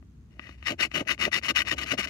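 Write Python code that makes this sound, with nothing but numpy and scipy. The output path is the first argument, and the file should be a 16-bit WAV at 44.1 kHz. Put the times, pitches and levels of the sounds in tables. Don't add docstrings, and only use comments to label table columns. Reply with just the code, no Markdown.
import sys
import numpy as np
from scipy import signal
from scipy.fft import rfft, irfft, next_fast_len
from scipy.io import wavfile
from scipy.ndimage import uniform_filter1d

SR = 44100
rng = np.random.default_rng(int(sys.argv[2]) if len(sys.argv) > 2 else 0)


def transcribe(u):
    v = np.clip(np.atleast_2d(u).T, -1, 1)
    q = np.round(v * 32767).astype(np.int16)
    wavfile.write(sys.argv[1], SR, q)


def field_ratio(decibels):
    return 10 ** (np.asarray(decibels, dtype=float) / 20)


N = 92565
SIZE = next_fast_len(N + 8192)
HZ = np.fft.rfftfreq(SIZE, 1 / SR)


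def evened(x):
    return x / np.sqrt(np.mean(x ** 2) + 1e-20)


def wander(shape, span):
    noise = rng.standard_normal(shape)
    return evened(uniform_filter1d(uniform_filter1d(noise, span), span))


def read(points, column=1):
    p = np.array(points, float)
    return np.interp(np.log(HZ + 1), np.log(p[:, 0] + 1), p[:, column])


def through(x, response):
    return irfft(rfft(x, SIZE) * response, SIZE)[..., :N]


def band(hz, width_hz):
    return 1 / (1 + ((HZ - hz) / width_hz) ** 2)


def causal(db):
    c = irfft(db * np.log(10) / 20, SIZE)
    c[1:SIZE // 2] *= 2
    c[SIZE // 2 + 1:] = 0
    return np.exp(rfft(c))


def rings(modes, floor_db):
    skirt = 1.2
    power = field_ratio(floor_db) ** 2
    for hz, width, left_db, right_db in modes:
        gain = field_ratio(np.array([[left_db], [right_db]])) ** 2
        resonance = (HZ * width) ** 2 / ((hz ** 2 - HZ ** 2) ** 2 + (HZ * width) ** 2)
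        power = power + gain * resonance * band(hz, skirt * width)
    body = np.array([causal(10 * np.log10(p)) for p in power])
    return body / np.sqrt(np.mean(abs(body) ** 2))


def tail(t60):
    t = np.arange(8000) / SR
    fade_in = np.minimum(t / 0.00033, 1)
    taps = rng.standard_normal((2, 8000)) * field_ratio(-60 * t / t60) * fade_in
    return rfft(taps / np.linalg.norm(taps[0]), SIZE)


def pressure(rows):
    sag_db, edge_db, steepness = 0.5, -60, 3.16
    t = np.arange(N) / SR
    power = 0
    for peak_s, rise_s, fall_s, db in rows:
        reach = np.minimum(abs(t - peak_s) / np.where(t < peak_s, rise_s, fall_s), 2)
        power = power + field_ratio(db + sag_db * reach + edge_db * reach ** steepness) ** 2
    return np.sqrt(power)


def slips(per_s, spread_db):
    clump_db, clump_s = 2.6, 0.0035
    happens = rng.random(N) < per_s / SR
    big = np.minimum(rng.exponential(1, N), 4)
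    sign = rng.standard_normal(N)
    clump = wander(N, round(clump_s * SR))
    return evened(happens * sign * field_ratio(spread_db * big + clump_db * clump))


# (frequency [Hz], level [dB per Hz])
ROOM_NOISE = [(32, -65), (50, -12), (70, -7), (260, -18.5), (600, -43), (1400, -43), (5000, -53.5),
              (15500, -65)]
# (frequency [Hz], correlation [-1 to 1])
ROOM_LIKENESS = [(60, 1), (240, 0.84), (950, 0.14), (3770, -0.15), (15000, 0.09)]
# (frequency [Hz], width [Hz], level [dB])
ROOM_HUM = [(64.8, 4.9, -56)]


def room():
    level_db, left_db = -52.5, 1.0
    a, b = rfft(rng.standard_normal((2, SIZE)))
    same = np.clip(read(ROOM_LIKENESS), -1, 1)
    pair = np.array([a * field_ratio(left_db), same * a + np.sqrt(1 - same ** 2) * b])
    out = field_ratio(level_db) * evened(irfft(pair * field_ratio(read(ROOM_NOISE)), SIZE)[:, :N])
    for hz, width, db in ROOM_HUM:
        out = out + field_ratio(db) * evened(irfft(pair * band(hz, width), SIZE)[:, :N])
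    return out


def chirr():
    puffs_per_s, puff_s, level_db = 100, 0.0007, -84
    since_puff = np.arange(N) / SR % (1 / puffs_per_s)
    puffs = np.exp(-since_puff / puff_s) * rng.standard_normal((2, N))
    return field_ratio(level_db) * evened(through(puffs, band(6400, 800)))


# (time [s], peak level [dB], dull above [Hz])
TICKS = [(0.0265, -22, 500), (.395, -14, 1700), (0.4708, -29.5, 2950), (0.4926, -16.5, 990),
         (0.6272, -24, 2360), (0.9159, -21.5, 2930), (1.052, -40, 3000), (1.179, -27, 3000),
         (1.415, -29, 1510), (1.426, -29.5, 5000), (1.651, -29, 6030), (1.8622, -26.5, 8000),
         (2.0734, -22, 7000)]


def ticks():
    out = np.zeros(N)
    t = np.arange(200) / SR
    for s, db, dull_hz in TICKS:
        blow = t ** 2 * np.exp(-3 * np.pi * dull_hz * t)
        out[round(s * SR):][:200] += field_ratio(db + 11) * blow / blow.sum()
    return out


def colours(count):
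    depth_db, span_hz = 3.0, 350
    db = depth_db * wander((count, len(HZ)), round(span_hz / HZ[1]))
    mean_db = 10 * np.log10(np.mean(field_ratio(db) ** 2, axis=0))
    return [causal(row) for row in db - mean_db]


def rasp_at_spots(count):
    spot_s, spot_db = 0.024, 8
    slips_per_s, snags_per_s, snag_db, snag_dull_hz = 10000, 900, -3, 2500
    dull = 1 / (1 + 1j * HZ / snag_dull_hz) ** 2
    rasp = []
    for share in field_ratio(spot_db * wander((count, N), round(spot_s * SR))):
        fine = slips(slips_per_s / count, 1.5)
        snags = through(field_ratio(snag_db) * slips(snags_per_s / count, 2.5), dull)
        rasp.append(share * (fine + snags))
    rasp = np.array(rasp)
    span = round(0.02 * SR)
    power = uniform_filter1d(uniform_filter1d((rasp ** 2).sum(0), span), span // 2)
    return rasp / np.sqrt(power)


# (fastest moment [s], rise [s], fall [s], level [dB])
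STROKES = [(.33, 0.047, 0.14, -69), (.475, 0.14, 0.13, -52), (.59, 0.028, 0.12, -63),
           (.635, 0.022, 0.062, -52), (.678, 0.038, 0.083, -27.5), (.82, 0.046, 0.067, -23.5),
           (.925, 0.028, .03, -48.5), (.958, .035, 0.092, -26), (1.06, 0.014, .03, -58),
           (1.105, 0.049, 0.057, -24), (1.225, 0.054, 0.084, -25.5), (1.24, 0.014, 0.037, -28),
           (1.338, 0.032, 0.073, -24), (1.38, 0.02, 0.021, -29), (1.456, .045, 0.036, -29.5),
           (1.497, 0.028, 0.027, -21.5), (1.566, 0.02, 0.031, -21), (1.605, 0.077, 0.033, -24),
           (1.686, 0.032, 0.027, -28.5), (1.69, 0.06, 0.036, -37.5), (1.716, 0.014, 0.039, -24.5),
           (1.785, 0.012, 0.017, -27), (1.812, 0.07, 0.018, -33.5), (1.836, 0.032, 0.012, -29),
           (1.885, 0.052, 0.1, -34.5), (1.918, 0.02, 0.019, -24), (1.938, .025, 0.018, -30),
           (1.992, 0.024, 0.041, -23.5), (2.043, 0.032, 0.024, -29.5), (2.088, 0.032, 0.069, -39)]
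# (frequency [Hz], width [Hz], left [dB], right [dB])
DISC_MODES = [(1206, 110, -6, -17), (1530, 90, -8, -13), (1960, 200, -1, -15), (2200, 200, -5, -12),
              (2420, 130, -3, -19), (2560, 150, -2, -15), (2890, 170, 0, -16), (3730, 200, -13, -21),
              (4350, 500, -17, -24), (5350, 700, -18, -29), (6500, 700, -22, -28), (10050, 700, -33, -35),
              (12200, 900, -35, -34), (15300, 900, -43, -43)]
# (frequency [Hz], left [dB], right [dB])
BARE_RASP = [(430, -29, -53), (970, -18.5, -38.5), (2870, -4.5, -25), (3510, -21.5, -16),
             (7780, -32.5, -92), (7700, -32.5, -40), (10360, -42.5, -42), (13000, -45.5, -92)]
# (frequency [Hz], level [dB])
SCATTER = [(300, -30), (1000, -14), (2800, -10), (4500, -1), (15000, 1)]


def disc():
    spots, scatter_t60 = 4, 0.032
    body = rings(DISC_MODES, np.array([read(BARE_RASP, column=k) for k in (1, 2)]))
    drive = rasp_at_spots(spots) * pressure(STROKES)
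    slide = pressure([(0.46, 0.093, 0.047, -45.5)]) * slips(10000, 1.5)
    slide = through(slide, band(1810, 400))
    scatter = field_ratio(read(SCATTER))
    out = through(ticks() + slide, body * (1 + scatter * tail(scatter_t60)))
    for spot, colour in zip(drive, colours(spots)):
        out = out + through(spot, body * colour * (1 + scatter * tail(scatter_t60)))
    return out


# (strongest moment [s], rise [s], fall [s], level [dB])
SHOVES = [(.46, 0.22, .17, -61), (.725, 0.083, 0.034, -36), (.83, 0.075, .07, -40.5),
          (.96, 0.037, 0.12, -35), (1.012, 0.038, 0.023, -32), (1.12, 0.094, 0.055, -44),
          (1.2, 0.023, 0.13, -41), (1.27, 0.049, 0.028, -30), (1.38, 0.094, 0.028, -40.5),
          (1.44, 0.041, 0.086, -47.5), (1.5, 0.043, 0.042, -36), (1.6, 0.11, 0.046, -45.5),
          (1.67, 0.066, 0.051, -46.5), (1.73, 0.031, .04, -35.5), (1.84, 0.19, 0.12, -44.5),
          (1.935, 0.042, 0.035, -31.5), (1.995, 0.048, 0.033, -36.5), (2.085, 0.097, 0.044, -46)]
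# (frequency [Hz], width [Hz], left [dB], right [dB])
TABLE_MODES = [(115.6, 53, -1, -4), (249, 148, -0.5, -0.5), (330.7, 50, -1.5, 1.5), (518, 300, -7.5, -30),
               (617, 96, -2, -4.5)]


def table():
    knocks_per_s, spread_db, thud_db = 2700, 2.0, -15.5
    knocks = pressure(SHOVES) * slips(knocks_per_s, spread_db)
    return through(knocks + field_ratio(thud_db) * ticks(), rings(TABLE_MODES, -101))


def scene():
    right_lag_s, echo_db, echo_t60 = 0.000202, -34.5, 0.19
    lag = np.exp(-2j * np.pi * HZ * np.array([[0], [right_lag_s]]))
    echo = 1 + field_ratio(echo_db) * tail(echo_t60)
    return through(disc() + table(), echo * lag) + room() + chirr()


def roll_off(x):
    return signal.sosfilt(signal.butter(12, 15870, fs=SR, output="sos"), x)


def record(dry):
    limited = through(dry, 1 / (1 + (HZ / 15800) ** 300))
    return roll_off(limited)


dry = scene()
out = record(dry)
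transcribe(out)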